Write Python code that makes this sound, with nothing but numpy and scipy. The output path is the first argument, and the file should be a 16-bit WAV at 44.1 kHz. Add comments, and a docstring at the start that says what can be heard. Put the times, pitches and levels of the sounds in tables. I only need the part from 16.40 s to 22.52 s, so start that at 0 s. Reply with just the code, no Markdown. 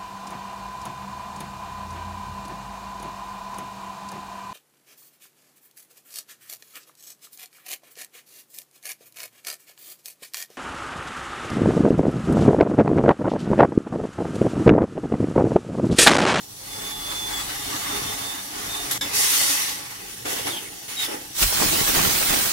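"""A drill rig throbs and rumbles while air and water begin to seep from a hollow steel bar: filtered noise and drops.
The seeping air soon whistles and squeals as gliding tones; then the steel clinks twice as a set of decaying partials.
Between the clinks the flow chokes, then it blows free; later come wet spurts, bursting slugs and rougher squeals.
At last the full rush breaks out with a blast of air, buffeting the microphone with deep noise,
spattering in random bursts and knocking as lumps of mud slap and thud."""
import sys
import numpy as np
from scipy import signal
from scipy.fft import rfft, irfft
from scipy.io import wavfile
from scipy.ndimage import uniform_filter1d, map_coordinates

SR = 44100
rng = np.random.default_rng(int(sys.argv[2]) if len(sys.argv) > 2 else 0)


def wrap_up_sound(samples):
    """Save the sound to the file named by the first command line argument, as 16-bit audio."""
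    columns = np.atleast_2d(samples).T
    # keep every value between -1 and 1, then stretch to whole-number steps
    tamed = np.clip(columns, -1, 1)
    steps = np.round(tamed * 32767).astype(np.int16)
    wavfile.write(sys.argv[1], SR, steps)


N = 269892
T = np.arange(N) / SR
HZ = np.maximum(np.arange(N // 2 + 1) * SR / N, 1)


def undb(db):
    """Decibels to gain."""
    return 10 ** (np.asarray(db) / 20)


def unit(x):
    """Scale so that the mean of the channels has rms 1."""
    return x / np.std(np.atleast_2d(x).mean(axis=0))


def noise(channels=2):
    """White noise: independent channels of turbulence."""
    return rng.standard_normal((channels, N) if channels > 1 else N)


def curves(table):
    """The columns of a table, after its times, at every sample."""
    s, *columns = np.transpose(table)
    return [np.interp(T, s, c) for c in columns]


def window(start, end, fade):
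    """Open between two times, with short power-keeping fades."""
    opening = np.clip((T - start) / fade + .5, 0, 1)
    closing = np.clip((end - T) / fade + .5, 0, 1)
    return np.sqrt(opening * closing)


def strike(start, t60, rise):
    """Envelope of a blow: a quick rise and an exponential fall."""
    age = np.maximum(T - start, 0)
    return np.minimum(age / rise, 1) * np.exp(-np.minimum(np.log(1000) * age / t60, 20))


def surge(start, rise, hold, fall):
    """Envelope of a push of air: it builds, holds and runs out."""
    spent = np.maximum(T - start - rise - hold, 0) / fall
    return np.clip((T - start) / rise, 0, 1) * np.exp(-np.minimum(spent ** 2, 20))


def shape(x, gain):
    """Filter by a gain at every frequency."""
    return irfft(rfft(x) * gain, N)


def lowpass(hz, order=4):
    """Gain of a smooth low-pass."""
    return 1 / np.sqrt(1 + (HZ / hz) ** (2 * order))


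def highpass(hz, order=4):
    """Gain of a smooth high-pass."""
    return 1 / np.sqrt(1 + (hz / HZ) ** (2 * order))


def colour(points, resonances=()):
    """Gain of a broad spectrum with resonances on top."""
    hz, db = np.transpose(points)
    lifts = sum(lift / (1 + (2 * (HZ - f) / width) ** 2) for f, width, lift in resonances)
    return undb(np.interp(np.log(HZ), np.log(hz), db) + lifts)


def walk(rate):
    """Smooth chance with spread 1, moving up to about rate times a second."""
    return unit(shape(noise(1), lowpass(rate, order=2)))


def drops(rate, spread_db):
    """Droplet impacts in two channels: many small, a few large."""
    hit = rng.random((2, N)) < rate / SR
    size = undb(spread_db * np.minimum(rng.exponential(size=(2, N)), 4))
    return unit(hit * rng.choice([-1, 1], (2, N)) * size)


def spread(x, width, pan):
    """Stereo image: set the side level and the left-right balance at every frequency."""
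    mid = (x[0] + x[1]) / 2
    side = shape((x[0] - x[1]) / 2, colour(width))
    balance = colour(pan) ** np.array([[.5], [-.5]])
    return shape(np.array([mid + side, mid - side]), balance)


def pit(x, t60, wet_db):
    """Direct sound in the centre; dense reflections from the walls of the cut widen it."""
    t = T[:SR // 2]
    tail = rng.standard_normal(len(t)) * undb(-60 * t / t60)
    echo = signal.fftconvolve(x, tail / np.sqrt(np.sum(tail ** 2)))[:N]
    return x + undb(wet_db) * echo * np.array([[1], [-1]])


def nearby(x, echo_db, reach_s, count=14):
    """Early echoes off the boom and the wall comb the treble and make it hollow."""
    echoes = np.zeros((2, N))
    for ear in echoes:
        at = (SR * reach_s * rng.uniform(.05, 1, count)).astype(int)
        ear[at] = rng.choice([-1, 1], count) / np.sqrt(count)
    share = undb(echo_db) * highpass(520, order=2)
    return shape(x, (1 + share * rfft(echoes)) / np.hypot(1, share))


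def wander(x, depth_s, rate):
    """The air paths keep changing with the water in them, so their resonances drift in pitch."""
    at = (T + depth_s * walk(rate)) * SR
    return np.array([map_coordinates(ear, [at], order=5, mode="mirror") for ear in x])


def churn(x, patchy_db, low_db, span_s, bands_per_octave):
    """Water keeps reshaping the opening, so narrow bands swell and fade independently, the low ones most."""
    hz, s, z = signal.stft(x, SR, nperseg=1024, noverlap=768)
    octaves = np.log2(1 + hz / 600)
    chance = rng.standard_normal((128, 512))
    grid = np.meshgrid(octaves * bands_per_octave, s / span_s, indexing="ij")
    field = map_coordinates(chance, grid, mode="mirror")
    gain = undb((patchy_db + low_db * np.exp(-octaves ** 2))[:, None] * field)
    gain = gain / np.sqrt(np.mean(gain ** 2, axis=1, keepdims=True))
    return signal.istft(z * gain, SR, nperseg=1024, noverlap=768)[1][:, :N]


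def follow(control_db, law):
    """Levels of air, spray and water that follow one control."""
    return np.array([db + slope * control_db for db, slope in law])


def flow(levels, gain, drop_rate, drop_db, flutter_db, gurgle_db):
    """Air hisses, spray crackles and water gurgles in one opening; passing water makes them flutter together."""
    air_db, spray_db, water_db = levels
    flutter = walk(18.0)
    gurgle = (flutter + walk(21)) / 2
    # level/dB, band gain, lower and upper f/Hz between which that level holds
    layers = [(air_db + .5 * flutter_db * flutter, highpass(3230), 4200, 15000),
              (spray_db + flutter_db * flutter, highpass(880) * lowpass(3900), 900, 3000),
              (water_db + gurgle_db * gurgle, highpass(168) * lowpass(845), 200, 800)]
    out = 0
    for db, band, lo, hi in layers:
        jet = unit(unit(noise()) + undb(drop_db) * drops(drop_rate, 3.44))
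        strength = np.sqrt(np.mean((gain * band) ** 2 * (HZ > lo) * (HZ < hi)))
        out = out + shape(jet, gain * band) / strength * undb(db)
    return out


# seepage before the flow blows free, a control: t/s, level/dB
SEEP = [(0.0, -87), (0.21, -56), (0.27, -49), (0.42, -41), (0.6, -46), (0.72, -39), (0.79, -44),
        (0.92, -38.5), (1.24, -42), (1.34, -37), (1.43, -39.5), (1.52, -35.5), (2.0, -42.5), (2.06, -49),
        (2.14, -42.5), (2.47, -39.5), (2.48, -39.5)]
# how air, spray and water follow it: level/dB at the usual seepage, slope/dB per dB
SEEP_LAW = [(-37, 0.7), (-40, 1.0), (-44.5, 0.97)]
# the constant leak, before its build-up: air hiss level/dB, spray level/dB, water gurgle level/dB
LEAK_DB = (-43, -56, -55.5)
# build-up of the leak with the pressure: t/s, gain level/dB
LEAK_BUILD = [(0.15, -2.5), (0.35, 0.5)]
# spurts: t/s, rise/s, hold/s, air fall/s, air hiss level/dB, spray level/dB, water gurgle level/dB
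SPURTS = [(2.722, 0.042, 0.23, 0.28, -22.5, -32, -42.5), (3.846, .01, 0.029, 0.13, -37.5, -40, -40),
          (3.864, 0.028, 0.017, 0.26, -34, -41, -58), (4.046, 0.01, 0.023, 0.12, -38.5, -49, -41),
          (4.187, 0.024, .02, 0.027, -44, -48.5, -67), (4.477, 0.0064, 0.038, 0.2, -38, -43, -52),
          (4.575, 0.057, .01, 0.036, -31.5, -35.5, -49.5), (4.672, 0.011, 0.035, 0.058, -43, -40.5, -37)]
SEEP_USUAL_DB, SEEP_END_S = -40, 2.76
AIR_SLOW_S = 0.19  # the air follows the seepage averaged over this time
WET_LINGER = 1.27  # spray and water fall this much longer than the air of a spurt
DRIP_DB, DRIP_FALLS = -8.5, 2.5  # drip after a spurt: level relative to it, decay in fall times


def coupling_levels():
    """Air, spray and water at the coupling: a constant leak, the early seepage, then spurts that drip away."""
    seep_db = follow(curves(SEEP)[0] - SEEP_USUAL_DB, SEEP_LAW)
    air_db = uniform_filter1d(seep_db[0], int(AIR_SLOW_S * SR), mode="nearest")
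    seepage = undb([air_db, *seep_db[1:]]) * window(-1, SEEP_END_S, 0.03)
    leak = undb(LEAK_DB)[:, None] * undb(curves(LEAK_BUILD)[0])
    power = leak ** 2 + seepage ** 2
    for s, rise, hold, fall, *db in SPURTS:
        age = np.maximum(T - s - rise - hold, 0)
        drip = undb(DRIP_DB) * (T > s + rise) * np.exp(-age / (DRIP_FALLS * fall))
        air = surge(s, rise, hold, fall)
        wet = np.maximum(surge(s, rise, hold, fall * WET_LINGER), drip)
        power = power + (undb(db)[:, None] * np.array([air, wet, wet])) ** 2
    return 10 * np.log10(power)


# colour of each stage of the confined flow: f/Hz, relative level/dB per Hz
SEEP_COLOUR = [(88, -32), (150, -17), (285, -4.5), (359, -10), (420, -3.5), (453, -12), (656, -10.5),
               (1200, -5), (2700, -7), (3280, -5.5), (3550, -5.5), (4480, -5), (11800, -7.5), (15500, -9.5)]
BLOW_COLOUR = [(88, -42.5), (150, -20), (285, -8.5), (359, -18.5), (411, -10.5), (708, -16), (1040, -4.5),
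               (1420, -3.8), (2060, 1), (2920, -1.5), (5650, -3.5), (7860, -4.5), (13300, -6.5),
               (15500, -9.5)]
SPUTTER_COLOUR = [(88, -38), (150, -20), (172, -11.5), (290, -4.5), (481, -5.5), (550, -12), (860, -10),
                  (1110, -13.5), (1510, -9), (3220, -9), (3910, -12), (9360, -13.5), (15500, -16)]
# resonances of the bar's bore and the coupling: f/Hz, width/Hz, lift level/dB
BORE = [(287, 48, 4.5), (420, 34, 2.5), (610, 250, -2), (813, 134, 5.5), (1195, 240, 3.5), (1960, 830, 2.5),
        (5680, 820, 3), (9640, 2400, 3)]
# narrow air resonances inside the hollow bar: f/Hz, width/Hz, lift level/dB
PIPE = [(2180, 37, -1.5), (3280, 70, 0), (3660, 130, 3), (5260, 84, 2), (5970, 110, 3), (6490, 50, 4.5),
        (6850, 60, 5), (7300, 60, 1), (9450, 59, 1.5), (12400, 39, -3), (13280, 62, 7)]
# stereo width of the confined flow: f/Hz, side minus mid level/dB
FLOW_WIDTH = [(60, -32), (110, -14), (200, -27), (380, 1.5), (700, 2.5), (1290, 0.5), (2380, 1), (4400, -1),
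              (8120, 0.5), (15000, -0.5)]
# stereo balance of the confined flow: f/Hz, left minus right level/dB
FLOW_PAN = [(60, 0.0), (110, 0.0), (200, -0.78), (380, 0.11), (700, -1.2), (1290, -0.92), (2380, -1.1),
            (4400, 0.83), (8120, -0.76), (15000, -1)]
CHOKE_S, CHOKE_END_S, CHOKE_DB = 2.580, 2.610, -26


def confined_flow():
    """Flow through bar and coupling seeps, chokes, blows free and sputters, each stage with its own colour."""
    levels = coupling_levels()
    bar = BORE + PIPE
    seep = flow(levels, colour(SEEP_COLOUR, bar), drop_rate=2000, drop_db=-8.5, flutter_db=1.5, gurgle_db=0.4)
    blow = flow(levels, colour(BLOW_COLOUR, bar), drop_rate=1600, drop_db=-6.5, flutter_db=1.4, gurgle_db=2.5)
    sputter = flow(levels, colour(SPUTTER_COLOUR, bar),
                   drop_rate=2000, drop_db=-3.0, flutter_db=1.2, gurgle_db=2.0)
    inside = seep * window(-1, 2.6, .01) + blow * window(2.6, 3.6, .05) + sputter * window(3.6, 5.0, .05)
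    inside = wander(nearby(inside, echo_db=-5, reach_s=.009), depth_s=.0002, rate=2.5)
    inside = churn(inside, patchy_db=1.6, low_db=2.6, span_s=.07, bands_per_octave=10)
    choke = undb(CHOKE_DB * window(CHOKE_S, CHOKE_END_S, 0.0017))  # water plugs the opening for a moment
    return undb(0.28) * spread(inside, FLOW_WIDTH, FLOW_PAN) * choke


# throb of the rig, before the lift in engine(): t/s, level/dB
SHUDDER = [(0.0, -58), (0.3, -54), (0.4, -46.5), (0.5, -50.5), (1.1, -52), (1.68, -44.5), (1.92, -55.5),
           (2.22, -48.5), (2.42, -51.5), (2.68, -48.5), (2.85, -53), (3.1, -50), (3.6, -55), (4.08, -50),
           (4.4, -55.5), (4.9, -55)]
# body of the rig: f/Hz, width/Hz, relative level/dB
FRAME = [(80.5, 8.9, -13), (103, 21, 0.5), (127.3, 14, 1.5), (158, 10, -13), (182, 19, -2), (287.5, 22, -6),
         (418, 17, -7.5)]
ENGINE_HZ = 25.9  # strokes per second
RATTLE_DB, RATTLE_RATE = 2.5, 4.7  # each resonance swells and fades by itself: spread, times per s


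def engine():
    """Uneven strokes and turbulence throb through the frame of the rig, whose resonances come and go."""
    count = int(N / SR * ENGINE_HZ) + 2
    jitter, size = rng.standard_normal((count, 2)).T
    at = ((np.arange(count) + 0.049 * jitter) / ENGINE_HZ * SR).astype(int)
    strokes = np.bincount(np.abs(at), undb(1.9 * np.clip(size, -2, 1)), 2 * N)[:N]
    drive = shape(0.79 * unit(strokes) + noise(1), lowpass(560) * highpass(68))
    throb = 0
    for hz, width, db in FRAME:
        resonance = 1 / (1 + 1j * (HZ ** 2 - hz ** 2) / (HZ * width))
        throb = throb + undb(db + RATTLE_DB * walk(RATTLE_RATE)) * shape(drive, resonance)
    return unit(throb) * undb(curves(SHUDDER)[0] + 2.5)


# deep rumble under the rig: t/s, level/dB
RUMBLE = [(0.0, -64), (0.65, -47.5), (1.55, -49), (2.0, -59), (2.45, -53), (3.2, -63), (4.05, -59),
          (4.6, -64)]


def rumble():
    """Noise in a narrow deep band lies under the rig, rising and sinking."""
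    deep = unit(shape(noise(1), highpass(39) * lowpass(51.5, order=7)))
    return deep * undb(curves(RUMBLE)[0])


def sing(pitch, rasp, octave_db, tear_hz, scrape):
    """An edge tone; spray tears a share of its power into a narrow rasp and a wider scrape."""
    count = len(pitch)
    turn = np.exp(2j * np.pi * np.cumsum(pitch) / SR)
    chance = rng.standard_normal(count) + 1j * rng.standard_normal(count)
    near, far = (signal.sosfilt(signal.butter(2, hz, fs=SR, output="sos"), chance)
                 for hz in (tear_hz, 4 * tear_hz))
    torn = near / np.std(near) + scrape * far / np.std(far)
    clean_tone = np.sqrt(1 - rasp) * (turn + undb(octave_db) * turn ** 2)
    torn_tone = np.sqrt(rasp) * torn / np.std(torn) * turn
    return np.sqrt(2) * (clean_tone + torn_tone).imag


# whistle of the seeping air: t/s, f/Hz, level/dB
WHISTLE = [(0.27, 3580, -58), (0.32, 3490, -44), (0.37, 3440, -45.5), (0.48, 3490, -38), (0.62, 3440, -42),
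           (0.70, 3480, -34.5), (0.74, 3462, -39), (0.79, 3474, -32), (0.89, 3465, -37.5),
           (0.915, 3440, -55), (0.934, 3420, -33), (1.015, 3400, -35.5), (1.06, 3405, -60),
           (1.1, 3610, -52), (1.22, 3617, -43), (1.3, 3615, -52), (1.43, 3595, -44.5), (1.54, 3589, -36.5),
           (1.62, 3560, -48), (1.68, 3570, -36.5), (1.78, 3560, -48), (1.84, 3585, -38), (1.93, 3590, -40),
           (1.965, 3620, -50), (1.99, 3605, -37.5), (2.05, 3625, -63), (2.27, 3610, -54), (2.31, 3620, -36),
           (2.41, 3625, -38), (2.47, 3640, -52)]


def whistle(waver, flutter_db):
    """Seeping air sings over an edge of the coupling, swelling, bending and flickering."""
    pitch, db = curves(WHISTLE)
    tone = sing(pitch * (1 + waver * walk(35)), rasp=0.023, octave_db=-16, tear_hz=120, scrape=.4)
    return tone * undb(db + flutter_db * walk(35)) * window(WHISTLE[0][0], WHISTLE[-1][0], .02)


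# squeals: t/s, length/s, f/Hz at mid-length, glide/Hz per s, level/dB, rasp at mid-length (0-1)
SQUEALS = [(0.288, 0.24, 8020, -900, -49, 0.1), (0.93, 0.2, 7980, 0, -44, 0.3),
           (4.032, 0.04, 3140, 0, -41, .5), (4.098, 0.035, 3690, -2500, -33, .15),
           (4.122, .1, 3200, -6000, -33.5, 0.8), (4.247, 0.053, 2230, -3000, -47, .5),
           (4.562, 0.12, 3720, -3700, -28.5, 0.25), (4.57, 0.077, 3190, 0, -40, .7),
           (4.615, 0.06, 5110, -1500, -37, 0.1), (4.661, 0.085, 3210, -9000, -48, 0.7)]
NOTE_PEAK, NOTE_FADE = 0.3, 0.93  # share of a squeal spent swelling; power of its swell and fade
SCOOP_HZ, SCOOP_S = 220, 0.0128  # starts this far under its pitch; time constant of catching up


def squeals(waver, flutter_db):
    """A short squeal starts nearly clean, scooping into its glide, and tears into a scrape as it fades."""
    tremble, flutter = walk(106), walk(70)
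    out = np.zeros(N)
    for s, length, hz, glide, db, rasp in SQUEALS:
        on = (T > s) & (T < s + length)
        age = T[on] - s
        swell = np.sin(np.pi / 2 * np.interp(age / length, [0, NOTE_PEAK, 1], [0, 1, 0])) ** NOTE_FADE
        torn = np.clip(rasp * (2 * age / length) ** 1.6, 0, 1)
        pitch = hz + glide * (age - length / 2) - SCOOP_HZ * np.exp(-age / SCOOP_S)
        tone = sing(pitch * (1 + waver * torn * tremble[on]), torn, octave_db=-14, tear_hz=170, scrape=0.62)
        out[on] += tone * swell * undb(db + flutter_db * flutter[on])
    return out


def whistles():
    """The whistle and the squeals of the coupling, echoed by the walls."""
    tones = whistle(waver=0.0033, flutter_db=1.5) + squeals(waver=0.02, flutter_db=1.3)
    return pit(tones, t60=0.08, wet_db=-1.0)


# ring of the steel coupling: f/Hz, relative level/dB, t60/s
STEEL = [(1660, 5, 0.16), (2230, -9, .45), (3050, -15, .3), (3465, -4.5, 0.35), (3700, -1, 0.16),
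         (4861, -18, .3), (5235, -4, 0.29), (6700, -12, .22), (7359, -5, 0.42), (8550, -9, .16),
         (9609, -5, 0.063), (10600, -5, .12), (11300, 5.5, .19), (13050, -8, .14)]
# clinks: t/s, ring level/dB, spit of air level/dB, brightest f/Hz, fall-off/dB one octave away, spit t60/s
CLINKS = [(2.51, -29.5, -22.5, 11000, 12, 0.22), (2.6101, -23.5, -31, 3900, 8.5, 0.26)]
# cavity of the coupling, which colours the spit: f/Hz, width/Hz, lift level/dB
CAVITY = [(1700, 260, 7), (2600, 340, -14), (3500, 700, 6), (4520, 300, -9), (6250, 1300, 3)]


def clinks():
    """Each clink rings the steel around its brightest pitch and spits air; the loose joint roughens the ring."""
    out = 0
    chatter = [undb(1.4 * walk(70)) * np.exp(.15j * walk(50)) for _ in STEEL]
    for s, ring_db, spit_db, bright_hz, falloff_db, spit_t60 in CLINKS:
        ring = 0
        for (hz, db, t60), rough in zip(STEEL, chatter):
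            partial = (rough * np.exp(2j * np.pi * hz * (T - s))).imag
            partial_db = db - falloff_db * np.log2(hz / bright_hz) ** 2
            ring = ring + undb(partial_db) * strike(s, t60, 0.0011) * partial
        air = colour([(3000, 0.5), (8000, -4.0), (15000, -5)], CAVITY)
        spit = unit(shape(noise(), highpass(bright_hz / 3, order=1) * air))
        out = out + undb(ring_db) * pit(ring, t60=0.043, wet_db=-3)
        out = out + undb(spit_db) * spit * strike(s, spit_t60, 0.0014)
    return out


# slugs of water bursting out: t/s, level/dB, centre f/Hz, t60/s
SLUGS = [(3.854, -31, 934, 0.26), (3.964, -32.5, 300, 0.081), (4.067, -28, 800, 0.22),
         (4.482, -52, 3450, 0.1), (4.621, -33, 3450, 0.16), (4.677, -49, 330, 0.16),
         (5.025, -14, 2900, 0.098), (5.222, -26, 695, 0.067), (5.552, -26, 2400, .1),
         (5.59, -29, 500, 0.12), (5.648, -21, 1200, 0.075)]


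def slugs():
    """A slug of water bursts into a brief shower of drops."""
    out = 0
    for s, db, hz, t60 in SLUGS:
        grain = unit(drops(9000, 2.8) + noise())
        band = highpass(max(hz / 1.66, 240), order=2) * lowpass(hz * 2.0, order=1)
        out = out + undb(db) * unit(shape(grain, band)) * strike(s, t60, 0.0011)
    return spread(out, FLOW_WIDTH, FLOW_PAN)


# load of water in the rush, a control: t/s, level/dB
RUSH_WATER = [(5.0, -44), (5.026, -35), (5.108, -45.5), (5.126, -40), (5.188, -36.5), (5.224, -31),
              (5.28, -33), (5.41, -34), (5.445, -39), (5.49, -30.5), (5.525, -36), (5.572, -27.5),
              (5.69, -33.5), (5.87, -40), (5.912, -32), (6.11, -40.5)]
# how air, spray and water follow it: level/dB at the usual load, slope/dB per dB
RUSH_LAW = [(-25, 0.16), (-33, 0.4), (-37.3, 1.0)]
# blast of air near the start of the rush: t/s, rise/s, hold/s, fall/s
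BLAST = (4.997, 0.019, 0.009, 0.017)
RUSH_S, RUSH_RISE_S = 4.938, 0.058
RUSH_USUAL_DB, BLAST_AIR_DB = -35, -23


def rush_levels():
    """Air, spray and water open together, the water most steeply, and swell with the load; a blast adds air."""
    opening_db = 20 * np.log10(np.clip((T - RUSH_S) / RUSH_RISE_S, 1 / 20, 1))
    air, spray, water = follow(curves(RUSH_WATER)[0] - RUSH_USUAL_DB, RUSH_LAW)
    blast = undb(BLAST_AIR_DB) * surge(*BLAST)
    air = 10 * np.log10(undb(air + opening_db) ** 2 + blast ** 2)
    return air, spray + opening_db, water + 1.2 * opening_db


# colour of the full rush: f/Hz, relative level/dB per Hz
RUSH_COLOUR = [(47, -30), (80, 8), (252, -2), (329, -0.5), (468, -6), (535, -6), (597, -10), (761, -5),
               (1040, -5), (2100, -3), (2400, -4.5), (3990, -4.5), (9660, -6), (11500, -6.5), (15700, -3.5)]
# colour that the open jet adds: f/Hz, width/Hz, lift level/dB
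MOUTH = [(5840, 820, 1.5), (9000, 1300, 2), (11700, 1400, -2.5), (15500, 900, 0)]
# stereo width of the open rush: f/Hz, side minus mid level/dB
RUSH_WIDTH = [(60, -14), (110, -4), (200, -1.5), (380, 3.5), (700, 5.5), (1290, -1), (2380, 1),
              (4400, -0.5), (8120, 0), (15000, 0)]
# stereo balance of the open rush: f/Hz, left minus right level/dB
RUSH_PAN = [(60, 1), (110, -2), (200, 1), (380, -2.5), (700, -2.5), (1290, -6), (2380, -3.0), (4400, -0.5),
            (8120, -2), (15000, -2.5)]


def full_rush():
    """Air and water rush out in full as an open jet, coarser with drops and wide in stereo."""
    rush = flow(rush_levels(), colour(RUSH_COLOUR, MOUTH),
                drop_rate=1800, drop_db=-2.5, flutter_db=0.8, gurgle_db=2.5)
    rush = wander(nearby(rush, echo_db=-11, reach_s=.016), depth_s=.0002, rate=3)
    rush = churn(rush, patchy_db=2.0, low_db=1.3, span_s=.035, bands_per_octave=10)
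    return undb(0.13) * spread(rush, RUSH_WIDTH, RUSH_PAN) * window(RUSH_S, 7, 0.024)


# push of the blast on the microphone: t/s, rise/s, hold/s, fall/s
BLAST_PUSH = (5.005, .025, .025, .033)
GUST_DB, BOOM_DB = -5.5, -6.0  # relative to the water in the rush
THUMP_HZ, THUMP_DB, BLAST_WIND_DB = 42, -27, -37  # swing of the microphone; wind of the blast


def buffet():
    """Gusts and boom shake the microphone with the water of the rush; the blast adds a thump."""
    gusts = unit(shape(noise(1), highpass(15, order=2) * lowpass(44, order=3)))
    boom = unit(shape(noise(1), highpass(68, order=6) * lowpass(126)))
    water_db = rush_levels()[2]  # the more water in the jet, the more it booms
    swing = undb(THUMP_DB) * np.sin(2 * np.pi * THUMP_HZ * (T - BLAST_PUSH[0]))
    thump = surge(*BLAST_PUSH) * (swing + undb(BLAST_WIND_DB) * (gusts + boom))
    shaking = gusts * undb(water_db + GUST_DB) + boom * undb(water_db + BOOM_DB)
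    return thump + shaking * window(RUSH_S, 7, .03)


# gobs of water torn up by the rush: centre f/Hz, rate/gobs per s, t60/s, level/dB at the usual load
GOBS = [(710, 40, .05, -41), (1400, 55, .035, -40.5), (2600, 70, .025, -38.5), (4750, 82, .018, -39)]
GOB_LAW = 0.63  # dB of spatter per dB of load


def spatter(size_db):
    """Gobs of water burst at random in the rush; the small ones are brighter, shorter and more frequent."""
    out, t = 0, T[:SR // 10]
    for hz, rate, t60, db in GOBS:
        gobs = (rng.random(N) < rate / SR) * undb(size_db * np.minimum(rng.exponential(size=N), 3))
        bursts = signal.fftconvolve(gobs, undb(-60 * t / t60))[:N]
        band = highpass(hz / 1.4, order=2) * lowpass(hz * 1.6, order=3)
        out = out + undb(db) * unit(shape(bursts * noise(), band))
    load_db = curves(RUSH_WATER)[0] - RUSH_USUAL_DB
    return spread(out, RUSH_WIDTH, RUSH_PAN) * undb(GOB_LAW * load_db) * window(RUSH_WATER[0][0], 7, 0.041)


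# lumps of mud knocking in the rush: t/s, level/dB, brightness f/Hz
KNOCKS = [(5.130, -21, 900), (5.217, -21, 500), (5.2235, -13, 1000), (5.233, -18, 600), (5.252, -25, 200),
          (5.262, -20.5, 170), (5.385, -23, 900), (5.407, -26, 1500), (5.414, -23, 140), (5.499, -26, 800),
          (5.554, -21, 900), (5.57, -24, 600), (5.587, -21, 1200), (5.600, -20, 900), (5.652, -26, 1000),
          (5.678, -24, 140), (5.692, -22, 400), (5.766, -30, 1200), (5.904, -18, 1500), (5.940, -19, 1300)]


def knocks(thud_db, thud_t60):
    """Each lump lands with one sharp slap and a short dull thud."""
    slaps, thuds = np.zeros(N), np.zeros(N)
    for s, db, hz in KNOCKS:
        phase = np.clip(2 * np.pi * hz * (T - s), -8, 8)
        slaps += undb(db) * -phase * np.exp((1 - phase ** 2) / 2)  # one swing each way
        thuds += undb(db) * strike(s, thud_t60, 0.00091)
    body = unit(shape(noise(1), highpass(220, order=3) * lowpass(520, order=2)))
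    return pit(slaps + undb(thud_db) * body * thuds, t60=.04, wet_db=-5)


def scene():
    """All sources at the microphone."""
    rig = engine() + rumble()
    coupling = confined_flow() + whistles() + clinks() + slugs()
    outbreak = full_rush() + buffet() + spatter(size_db=2.5) + knocks(thud_db=-15.5, thud_t60=0.075)
    return rig + coupling + outbreak


TOP_HZ = 15760


def record(dry):
    """The recorder rounds the highest peaks and cuts the top."""
    rounded = .85 * np.tanh(dry / .85)
    return signal.sosfilt(signal.ellip(12, .1, 80, TOP_HZ, fs=SR, output="sos"), rounded)


dry = scene()
out = record(dry)
wrap_up_sound(out)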